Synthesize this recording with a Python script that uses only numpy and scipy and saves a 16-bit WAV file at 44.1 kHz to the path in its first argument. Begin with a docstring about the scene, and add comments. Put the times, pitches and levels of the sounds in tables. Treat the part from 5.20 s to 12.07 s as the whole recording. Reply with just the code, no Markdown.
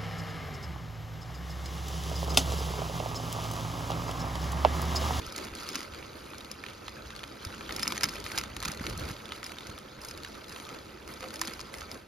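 """Quick steps on woodland gravel, recorder in hand

Each footfall is a load curve that drives the gravel: grains of noise and ringing pebbles crunch, the sole
scuffs, sand grinds, single stones snap, and something hard that is carried rattles close to the microphone.
The hand adds low bumps (brief decaying sines) and rumble (filtered noise); dull rubs and a wash of noise
stand for cloth, walking and outdoor air. Two faint, slightly rising sine tones sound near the end.
All but the bumps, rubs and tones are coloured, then spread over the recorder's two microphone ports."""
import sys
import numpy as np
from scipy import signal
from scipy.fft import rfft, irfft, next_fast_len
from scipy.io import wavfile
from scipy.ndimage import uniform_filter1d

SR = 44100
rng = np.random.default_rng(int(sys.argv[2]) if len(sys.argv) > 2 else 0)


def generate_wav(sig):
    """Save sig (samples, or channels by samples) to the path in sys.argv[1] as 16-bit PCM at SR."""
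    pcm = np.round(np.clip(np.atleast_2d(sig).T, -1, 1) * 32767).astype(np.int16)
    wavfile.write(sys.argv[1], SR, pcm)


N = 302967
TIME = np.arange(N) / SR
SIZE = next_fast_len(N + 8192, real=True)  # room for filters to ring out
HZ = np.fft.rfftfreq(SIZE, 1 / SR)
CONTACT_TIME = np.arange(-512, 1536) / SR  # s, the contact itself at 0

# resonances of the casing and microphone ports: f/Hz, width/Hz, lift/dB
CASING = [(1295, 76, 6), (2160, 1140, 4.5), (5240, 280, -1.5), (6450, 420, 7.5), (9600, 160, 5.5),
          (11570, 270, 4)]


def gravel(pressure, sliding):
    """Pebbles and grit crunch in clumps under the sole; as it slides, fine grit scuffs and deeper stones shift."""
    # crunch of the grit: f/Hz, relative density/dB per Hz
    grit_colour = [(300, -6.5), (750, -4), (1100, 0.5), (1500, 7.5), (1800, -12), (2350, -5.5), (3500, -1),
                   (4900, 1), (5800, -5.5), (7500, -10.5), (14000, -69)]
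    # hiss of the fine scuffing: f/Hz, relative density/dB per Hz
    scuff_colour = [(2000, -30), (4500, 12), (5400, -16), (6600, 3), (7600, 3), (8500, 3.5), (9700, 8.5),
                    (11500, 0), (13500, 5.5), (14500, -3), (16000, -54)]
    # deeper stones that shift when the sole slides: f/Hz, relative density/dB per Hz
    deep_colour = [(400, -19), (700, -13), (920, 10.5), (1300, -1), (2100, -2), (5000, -41)]
    ticks = pebbles(per_s=340, spread_db=3.0, low_hz=1600, high_hz=5480, cycles=4)
    grit = grains(per_s=300, spread_db=1.0, decay_s=0.0013)
    bite = evened(pressure) ** 0.27  # a loaded sole crackles, a light one mostly hisses
    crunch = bite * (amp(-11.0) * ticks + amp(-8.0) * grit) + amp(-9) * noise()
    scuff = amp(-4.0) * grains(per_s=330, spread_db=1.5, decay_s=0.0012) + amp(-6.0) * noise()
    clumps = flutter(per_s=28, depth_db=0.6)
    coarse = heard(crunch * clumps * pressure, grit_colour, CASING)
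    fine = heard(scuff * clumps * sliding, scuff_colour, CASING)
    deep = heard(scuff * clumps * sliding, deep_colour, CASING)
    return shifting(coarse + amp(1.5) * fine + amp(-1.5) * deep, patch_db=2.4)


def pebbles(per_s, spread_db, low_hz, high_hz, cycles):
    """Small stones of many sizes tick at random, each dying within a few cycles of its own pitch."""
    out = np.zeros((2, N))
    t = np.arange(400) / SR
    when, size, kind, turn = rng.random((int(per_s * N / SR), 4)).T
    size = amp(spread_db * np.minimum(-np.log(1 - size), 3))
    pitch = low_hz * (high_hz / low_hz) ** kind
    for s, gain, hz, side in zip(when * N / SR, size, pitch, 2 * np.pi * turn):
        tick = gain * np.sqrt(hz) * np.exp(-hz * t / cycles) * np.sin(2 * np.pi * hz * t)
        add(out, s, np.outer([np.cos(side), np.sin(side)], tick))
    return evened(out)


def grains(per_s, spread_db, decay_s):
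    """Tiny contacts at random moments, mostly weak, each a burst of noise that dies at once."""
    struck = rng.random(N) < per_s / SR
    sizes = amp(spread_db * np.minimum(rng.exponential(1, N), 4)) * struck
    power = signal.lfilter([1], [1, -np.exp(-2 / (decay_s * SR))], sizes ** 2)
    return evened(np.sqrt(power) * noise())


def sand(pressure):
    """Sand grinds finely under the stones, in dense grains coloured by the casing's resonances."""
    # ground sand: f/Hz, relative density/dB per Hz
    sand_colour = [(700, -24.5), (1150, -7.5), (1400, -2.5), (1750, -16.5), (2400, -12), (6000, -25.5)]
    grinding = grains(per_s=2500, spread_db=1.5, decay_s=0.00094)
    return amp(-13.5) * heard(grinding * pressure, sand_colour, CASING)


def stones(pressure):
    """Single stones slip and snap against their neighbours, each a noise crack with its own ring."""
    # large stones under the shoe: t/s, relative level/dB, relative brightness/dB, ring f/Hz
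    large = [(0.162, -34, 6, 4260), (0.187, -38, -4.5, 1490), (0.2392, -45, 2, 2180),
             (0.2698, -42, -15, 2410), (0.2832, -44, -18, 2620), (0.3374, -42, -20, 2300),
             (0.3513, -38, 6, 2950), (0.540, -45, -22, 3000), (0.562, -36, -12, 1460),
             (0.616, -41, -13, 1400), (0.6495, -45, -18, 2210), (0.736, -43, -16, 2432),
             (0.7465, -41, -20, 4150), (0.827, -41.5, -21, 2370), (1.134, -43.5, -33, 1320),
             (1.2067, -40.5, -14, 3730), (1.247, -42, -11, 3000), (1.4384, -34, -24, 2300),
             (1.464, -36, -25, 3830), (1.4854, -40, -20, 3050), (1.6811, -34, -24, 3360),
             (1.9048, -38, -25, 3700), (1.9517, -44, -18, 3500), (1.963, -39, -14, 4370),
             (1.9925, -41, -14, 3520), (2.0335, -37.5, -18, 2160), (2.038, -34.5, -23, 3050),
             (2.3263, -43, -18, 2600), (2.342, -42, -20, 2500), (2.409, -36.5, -22, 1560),
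             (2.4927, -33.5, -12, 1550), (2.508, -32.5, -38, 3620), (2.5234, -31.5, -7, 5230),
             (2.5837, -39, -24, 2100), (2.602, -39, -12, 2300), (2.626, -34, -8, 2400),
             (2.6505, -44, -14, 2100), (2.6563, -37, -24, 1800), (2.6701, -30.5, -31, 2140),
             (2.704, -35, -15, 2300), (2.7223, -26.5, -6, 2400), (2.759, -37, -12, 2330),
             (2.769, -35, -14, 2200), (2.778, -27.5, -6, 1940), (2.8223, -39, -17, 2600),
             (2.8355, -28, -18, 2000), (2.844, -32, -19, 2240), (2.8585, -36, -9, 1290),
             (2.8875, -34, -5, 2200), (2.954, -39, -23, 2500), (2.9653, -44, -17, 2400),
             (3.0011, -38, 4, 2400), (3.0416, -38, 3, 3000), (3.064, -33, -23, 2300),
             (3.101, -40, -14, 2200), (3.1171, -33.5, -17, 2300), (3.177, -25.5, -7, 2480),
             (3.1784, -25, -6, 1500), (3.19, -39, -17, 1370), (3.2373, -33.5, -6, 1390),
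             (3.3013, -45.5, -12, 2000), (3.3661, -32, -8, 2440), (3.403, -36.5, 4, 4530),
             (3.4186, -40, -16, 2000), (3.434, -35, -10, 2000), (3.427, -31.5, -3, 1150),
             (3.4556, -27.5, -6, 2300), (3.4795, -33, -9, 1400), (3.483, -29.5, 0, 1310),
             (3.548, -42, -3, 2000), (3.574, -40.5, -2, 2400), (3.5965, -38, -17, 1990),
             (3.6408, -39, -34, 1400), (3.6668, -29, -17, 4050), (3.6725, -40, -26, 3900),
             (3.6695, -40.5, -20, 2400), (3.728, -43, -18, 1600), (3.776, -37.5, 16, 2670),
             (3.7965, -38.5, 17, 3500), (3.8877, -39.5, -2, 4453), (3.899, -40, -18, 1990),
             (3.9654, -44, -22, 2400), (4.056, -39, -14, 3520), (4.1208, -31, -24, 3100),
             (4.1227, -46, -26, 1300), (4.23, -36, -15, 2000), (4.091, -43, -17, 3600),
             (4.2947, -41, -12, 3000), (4.3194, -37.5, -13.5, 2310), (4.385, -35, -22, 3930),
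             (4.4075, -41, -20, 3630), (4.4994, -44.5, -2, 2500), (4.5785, -41, -18, 3190),
             (5.034, -39.5, -10, 4480), (5.0478, -34, -8, 2100), (5.2432, -43, -13, 3500),
             (5.3617, -37, -18, 2740), (5.4, -39.5, -11, 3000), (5.452, -43, -18, 3600),
             (5.491, -39.5, -18, 2680), (5.547, -44, -12, 2600), (6.007, -39.5, -8, 2300),
             (6.028, -39, -14, 1890), (6.041, -39, -24, 2700), (6.0853, -41, 5, 3500),
             (6.1057, -40, -8, 2600), (6.216, -28.5, -20, 2080), (6.2205, -40, -12, 2070),
             (6.2356, -39, -12, 2100), (6.2485, -38, -22, 2000), (6.2738, -33, 3, 2200),
             (6.2793, -33.5, -8, 2300), (6.285, -41, -18, 2150), (6.295, -43, -14, 2100),
             (6.311, -43.5, -22, 2100), (6.318, -43, -22, 2100), (6.3937, -38, -16, 1300),
             (6.412, -37, -13, 4400), (6.541, -35.5, -5, 2200), (6.618, -39, -27, 1500)]
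    # snapping stone: f/Hz, relative density/dB per Hz
    stone_colour = [(200, -56), (700, 6.5), (1050, 8), (1600, -1), (2600, -3.5), (4500, 2), (5800, -6),
                    (7500, -6), (9500, -7), (13000, -18.5), (16000, -17)]
    out = np.zeros((2, N))
    small = [(s, db, -13, 1800 * 2.35 ** kind) for s, db, kind in scattered(pressure, per_s=36, db=-3)]
    for s, db, bright_db, ring_hz in [*large, *small]:
        crack_s = 0.00088 * rng.uniform(.6, 1.6)
        snap = contact(CONTACT_TIME, lead_s=.002, lead_db=-21, crack_s=crack_s, settle_s=.005, settle_db=-10)
        # little body below the ring
        body_hz = np.clip(0.6 * ring_hz, 1250, 2200)
        snap = signal.lfilter(*signal.butter(2, body_hz, "high", fs=SR), snap)
        snap = tinted(snap, bright_db + 8, patchy_db=3.8, ring_hz=ring_hz, ring_db=6)
        add(out, s + CONTACT_TIME[0], amp(db) * snap)
    return amp(-10.0) * heard(out, stone_colour, CASING)


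def rattle(jostle):
    """A small hard piece slides and knocks near the microphone, ringing briefly, a little differently each time."""
    # loud clicks of carried gear: t/s, relative level/dB, relative brightness/dB
    loud = [(0.0651, -39, 2), (0.1237, -40, 9.5), (0.18, -34, -1), (0.249, -41, 10.5), (0.4326, -39.5, 2),
            (0.4896, -31.5, 5), (0.546, -35, -3), (0.5551, -24.5, -3.5), (0.6057, -36, -7),
            (0.630, -37, -5), (1.182, -42, 0), (1.315, -33.5, 7), (2.25, -33.5, 0), (2.5635, -29, 2),
            (2.595, -29, -8), (2.6306, -21.5, -4.5), (2.6778, -22, 2), (2.8095, -28, -9),
            (2.834, -19, -3.5), (2.8402, -18.5, 0), (2.854, -30, -12), (2.8915, -32, -5), (3.156, -38, -12),
            (3.185, -23, -2), (3.1965, -34, -20), (3.2127, -31, -12), (3.451, -28.5, -5),
            (3.5174, -35.5, 11), (3.6977, -37, -2), (4.242, -36, 10), (4.2643, -33.5, -3),
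            (4.4694, -38.5, -3), (4.587, -43.5, 3), (4.816, -42.5, 8), (4.8484, -42, 39), (4.887, -42, 14),
            (4.911, -34.5, -5), (4.9758, -39, -3), (5.2944, -43.5, 6), (5.877, -40, -8), (6.1402, -37, 2),
            (6.1583, -36, -4), (6.194, -37, -4), (6.215, -26, 10), (6.252, -39, 5), (6.3357, -36, -3),
            (6.404, -37, -3), (6.5486, -44, -1), (6.6086, -38, -1), (6.7152, -35, -3)]
    # clicking gear: f/Hz, relative density/dB per Hz
    rattle_colour = [(200, -10), (750, -9.5), (1100, -6), (2000, -4.5), (3000, -1), (4200, 0), (5200, 1),
                     (8200, -3), (9500, -0.5), (13000, -9.5), (16000, -12)]
    # fixed resonances of the rattling piece: f/Hz, width/Hz, lift/dB
    gear = [(5180, 450, 8.5), (1374, 140, 10.5), (3380, 460, -4), (2230, 510, 4), (11100, 210, 3)]
    out = np.zeros((2, N))
    small = [(s, db, -1 + 10 * (kind - .5)) for s, db, kind in scattered(jostle, per_s=12, db=10.5)]
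    for s, db, bright_db in [*loud, *small]:
        knock = contact(CONTACT_TIME, lead_s=.002, lead_db=-15, crack_s=.0015, settle_s=.005, settle_db=-11)
        ring_hz = 5080 + 150 * rng.uniform(-1.2, 1)  # the main ring differs at random from knock to knock
        knock = tinted(knock, bright_db - 0.5, patchy_db=2.8, ring_hz=ring_hz, ring_db=5)
        add(out, s + CONTACT_TIME[0], amp(db) * knock)
    return amp(-12.0) * heard(out, rattle_colour, [*CASING, *gear])


def contact(t, lead_s, lead_db, crack_s, settle_s, settle_db):
    """A piece slides, strikes at t = 0 with a broad crack and chatters as it settles."""
    slide, crack, chatter = rng.standard_normal((3, 2, len(t)))
    jolts = np.repeat(amp(4 * rng.standard_normal(len(t) // 32)), 32)
    slide = evened(slide * jolts * np.exp(-abs(t) / lead_s) * (t < 0))
    crack = rfft(crack * np.exp(-abs(t) / crack_s) * (t >= 0))
    level_crack = irfft(crack / (abs(crack) + 1e-9))  # equally strong at every pitch
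    crack = evened(level_crack * (t >= 0))
    chatter = evened(chatter * jolts * np.exp(-abs(t) / settle_s) * (t >= 0))
    return amp(lead_db) * slide + crack + amp(settle_db) * chatter


def tinted(burst, bright_db, patchy_db, ring_hz=3000, ring_db=0):
    """Gives one contact its own tilt, uneven resonances and main ring, at unit strength in the crunch band."""
    hz = np.fft.rfftfreq(burst.shape[1], 1 / SR)
    treble = np.clip(np.log2(hz / 3500 + 1e-6), -.3, .7)  # octaves from 3500 Hz
    uneven = np.interp(hz, np.linspace(0, SR / 2, 110), rng.standard_normal(110))
    ring = ring_db / (1 + ((hz - ring_hz) / 280) ** 2)
    spectrum = rfft(burst) * causal(0.71 * bright_db * treble + patchy_db * uneven + ring)
    crunch_band = (hz > 1200) & (hz < 6500)
    strength = np.mean(abs(spectrum[:, crunch_band]) ** 2, axis=1, keepdims=True)
    return irfft(spectrum * np.sqrt(burst.shape[1] / strength))


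def scattered(strength, per_s, db):
    """Random contacts, denser and louder with a strength curve: rows (s, level dB, a chance value 0-1)."""
    when, size, kind = rng.random((int(per_s * N / SR), 3)).T
    share = np.cumsum(strength ** 1.8)  # contacts crowd together where the load is high
    at = np.searchsorted(share, when * share[-1])
    level_db = db + 20 * np.log10(strength[at]) + 10.5 * (size - .5)
    return np.transpose([at / SR, level_db, kind])


def load(rest_db, axis):
    """Strength of one layer over time: footfalls land, hold and lift, above a wash that slowly rises and falls."""
    # footfalls: t/s, time under load/s, then relative level/dB of crunch, fine scuffing, dull rustle
    steps = [(0.0, .09, -52.5, -62.5, -56), (0.14, 0.11, -48, -57, -46.5), (0.35, .26, -46, -56, -57),
             (0.699, .09, -52.5, -68.5, -50), (0.94, .26, -54, -60.5, -74), (1.42, .08, -49.5, -69.5, -59),
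             (1.611, .14, -51, -67, -69), (1.887, .16, -51.5, -66.5, -72), (2.2, .29, -48.5, -60.5, -60),
             (2.48, .1, -47.5, -54, -43.5), (2.58, .17, -45.5, -52.5, -47.5), (2.8, .18, -46, -55, -49),
             (3.031, .16, -46, -51.5, -49.5), (3.42, .09, -46, -53, -45.5), (3.6, .1, -48, -54, -45.5),
             (3.768, .13, -46.5, -54, -45.5), (4.101, .06, -50, -58, -64), (4.232, .08, -51, -57, -60),
             (4.369, .15, -51.5, -62.5, -71), (4.8, .1, -52.5, -55.5, -55), (5.019, .14, -52.5, -63, -68),
             (5.27, .16, -49.5, -57, -64), (5.479, .08, -52, -63.5, -48), (5.868, .05, -51.5, -54, -47.5),
             (5.995, .06, -47, -57, -48.5), (6.109, .06, -54, -56, -50), (6.199, .13, -49, -55.5, -51.5),
             (6.521, .08, -53, -55, -49.5), (6.689, .06, -53.5, -59.5, -47.5)]
    # wash between the footfalls: t/s, level/dB on top of rest_db
    wash = [(0, 3.5), (.9, 0.5), (2.1, 0.5), (3.6, 2.5), (4.5, 0.5), (4.68, -0.5), (5.2, 1.5), (5.8, -1),
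            (6.4, 1), (6.76, -0.5), (6.87, -8)]
    land_s, lift_s = 0.022, .05
    power = (amp(rest_db) * follow(wash)) ** 2
    t = np.arange(SR) / SR
    for step in steps:
        # the weight comes on, holds, then dies away
        weight = np.minimum(t / land_s, 1) * np.exp(-np.maximum(t - step[1], 0) / lift_s)
        add(power, step[0], (amp(step[axis]) * weight) ** 2)
    return np.sqrt(power)


def scuffs():
    """Brief dull rubs of a sole, of cloth or of the hand on the casing, as bands of noise."""
    # rubs: t/s, length/s, level/dB, centre f/Hz
    rubs = [(0.164, 0.069, -45.5, 338), (0.479, 0.14, -44.5, 279), (0.29, 0.15, -50.5, 268),
            (2.23, 0.21, -53, 226), (2.58, 0.18, -45.5, 242), (2.84, 0.073, -45.5, 230),
            (2.933, 0.044, -49, 513), (3.6, 0.15, -48, 129), (3.74, 0.17, -47, 135),
            (6.015, 0.05, -47.5, 610), (6.259, 0.039, -46, 230)]
    out = np.zeros((2, N))
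    for s, length, db, hz in rubs:
        band = signal.butter(2, [hz / 1.5, hz * 1.28], "band", fs=SR, output="sos")
        rub = signal.sosfilt(band, noise()[0, :SR // 4])
        rub = evened(rub[-int(length * SR):])
        add(out, s, amp(db) * rub * signal.windows.tukey(len(rub), .6))
    return out


def handling():
    """The moving hand rumbles unevenly and now and then bumps the casing, a short low decaying sine."""
    # soft bumps on the recorder: t/s, relative level/dB, f/Hz
    bumps = [(0.071, -40, 54.8), (0.322, -39, 70), (.72, -41, 74.8), (1.23, -47, 70), (2.264, -31, 85),
             (2.842, -34, 166), (3.463, -31.5, 194), (3.49, -30.5, 177), (3.609, -29, 215),
             (3.618, -42, 85), (3.731, -38, 68), (3.764, -34, 72), (3.812, -32, 91), (3.878, -38, 129),
             (3.907, -32, 115), (4.491, -36.5, 97), (4.789, -44, 60.1), (6.62, -43, 64.4)]
    # restlessness of the hand: t/s, rumble level/dB
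    hand = [(0, -46.5), (.25, -53), (.5, -58), (.8, -52.5), (1.4, -57), (1.88, -50.5), (2.07, -56.5),
            (2.5, -52.5), (3.1, -50.5), (3.55, -45.5), (3.79, -42), (3.88, -43), (3.95, -53.5),
            (4.65, -56.5), (4.85, -51.5), (5.28, -56), (5.75, -55), (6.4, -54.5), (6.87, -56)]
    # rumble: f/Hz, relative density/dB per Hz
    rumble_colour = [(10, -28), (25, -40), (45, -3), (72, -1), (95, -6), (130, -7), (180, -16),
                     (280, -19.5), (800, -55)]
    thuds = np.zeros(N)
    t = np.arange(SR // 4) / SR
    for s, db, hz in bumps:
        u = t * hz / 0.42  # a bump lasts only a cycle or two
        add(thuds, s, amp(db) * u * np.exp(1 - u) * np.sin(2 * np.pi * hz * t))
    rumble = noise() * follow(hand) * flutter(per_s=14, depth_db=0.4)
    return amp(0.5) * thuds + heard(rumble, rumble_colour)


def tones():
    """Short soft sine tones that rise a little."""
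    # faint tones: t/s, length/s, level/dB, starting f/Hz, final f/Hz
    faint = [(6.012, 0.069, -43.5, 509, 540), (6.168, 0.14, -44.5, 325, 331)]
    out = np.zeros(N)
    for s, length, db, start_hz, end_hz in faint:
        hz = np.linspace(start_hz, end_hz, int(length * SR))
        tone = np.sin(2 * np.pi * np.cumsum(hz) / SR)
        add(out, s, amp(db) * signal.windows.tukey(len(hz), .7) * tone)
    return out


def rustle():
    """The dull wash of walking and of the air among the trees: noise that swells with each step."""
    # dull wash: f/Hz, relative density/dB per Hz
    rustle_colour = [(70, -14.5), (150, -5), (215, -2.5), (330, 1), (540, 0), (720, -9), (1000, -9),
                     (2000, -16.5), (8000, -32.5)]
    # hollow tones of the casing: f/Hz, width/Hz, lift/dB
    hollow = [(211.4, 17.6, 8), (327.6, 5.8, 4.5)]
    air = noise() * flutter(per_s=27, depth_db=-0.8) * load(rest_db=-49.5, axis=4)
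    return shifting(heard(air, rustle_colour, [*CASING, *hollow]), patch_db=1.74)


def heard(pair, colour, peaks=()):
    """Rings two unrelated drives through a causal filter of unit energy and blends them onto the two ports."""
    # likeness of the ports: f/Hz, likeness (0-1)
    likeness = [(100, 1), (170, .95), (280, .75), (450, .3), (740, .55), (1250, .8), (1550, .6), (2100, .9),
                (3300, .78), (6400, .87), (8500, .96), (10500, .85), (15000, .82)]
    # phase between the ports: f/Hz, left lead/rad
    lead = [(150, 0), (330, -.4), (540, -1.1), (780, 0), (1080, .7), (1500, -1.6), (1800, -.1), (2300, 0),
            (2900, .7), (4600, .7), (5900, -1), (6800, -1.4), (8300, -3.1), (11300, -6.2), (12700, -6.3),
            (14700, -9.4)]
    # level between the ports: f/Hz, left minus right/dB
    balance = [(100, 0), (210, -.8), (330, -1.7), (500, -.8), (770, -6), (1170, -2.7), (1790, -2),
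               (2740, -1.7), (4190, 1.2), (6400, .7), (10000, 0)]
    db = read(colour) + sum(lift / (1 + (2 * (HZ - hz) / width) ** 2) for hz, width, lift in peaks)
    shared, apart = rfft(pair, SIZE) * causal(db) / np.sqrt(np.mean(amp(db) ** 2))
    same = np.clip(read(likeness), 0, 1)
    shared = shared * np.sqrt((1 + same) / 2)
    apart = apart * np.sqrt((1 - same) / 2)
    lean = amp(read(balance) / 2) * np.exp(.5j * read(lead))
    return irfft([(shared + apart) * lean, (shared - apart) / lean], SIZE)[:, :N]


def causal(db):
    """A minimum-phase filter spectrum with these levels, which rings only after the blow."""
    cepstrum = irfft(np.log(amp(db)))
    half = len(cepstrum) // 2
    cepstrum[1:half] *= 2
    cepstrum[half + 1:] = 0
    return np.exp(rfft(cepstrum))


def shifting(x, patch_db):
    """The colour wanders at random in small patches of time and pitch."""
    z = signal.stft(x, nperseg=512)[2]
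    patches = uniform_filter1d(rng.standard_normal(z.shape[1:]), size=4, axis=0)
    patches = evened(uniform_filter1d(patches, size=5, axis=1))
    return signal.istft(z * evened(amp(patch_db * patches)), nperseg=512)[1][:, :N]


def flutter(per_s, depth_db):
    """A gain that wanders at random."""
    knots = rng.standard_normal(N)
    return evened(amp(depth_db * np.interp(TIME * per_s, np.arange(N), knots)))


def noise():
    """Two unrelated white noises."""
    return rng.standard_normal((2, N))


def amp(db):
    """Decibels to gain."""
    return 10 ** (np.asarray(db) / 20)


def evened(x):
    """Scales to rms 1."""
    return x / np.sqrt(np.mean(x ** 2) + 1e-20)


def read(points):
    """A table over frequency, joined on a log axis."""
    hz, value = np.transpose(points)
    return np.interp(np.log(HZ + 1), np.log(hz + 1), value)


def follow(rows):
    """A dB curve over time as a gain for every sample."""
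    s, db = np.transpose(rows)
    return amp(np.interp(TIME, s, db))


def add(mix, s, sound):
    """Mixes a sound in at time s."""
    part = mix[..., max(round(s * SR), 0):][..., :sound.shape[-1]]
    part += sound[..., :part.shape[-1]]


def scene():
    """Everything that reaches the two ports; the footfalls drive gravel, sand, stones, gear and rustle."""
    # between footfalls the gravel keeps settling and clothes keep brushing
    pressure = load(rest_db=-49.5, axis=2)
    sliding = load(rest_db=-65, axis=3)
    underfoot = gravel(pressure, sliding) + sand(pressure) + stones(pressure)
    return underfoot + rattle(sliding) + scuffs() + handling() + tones() + rustle()


def record(dry):
    """The recorder's band limit, a steep low-pass at 16.1 kHz."""
    low_pass = signal.firwin(511, 16100, window=("kaiser", 9), fs=SR)
    return signal.oaconvolve(dry, low_pass[None], "same")


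dry = scene()
out = record(dry)
generate_wav(out)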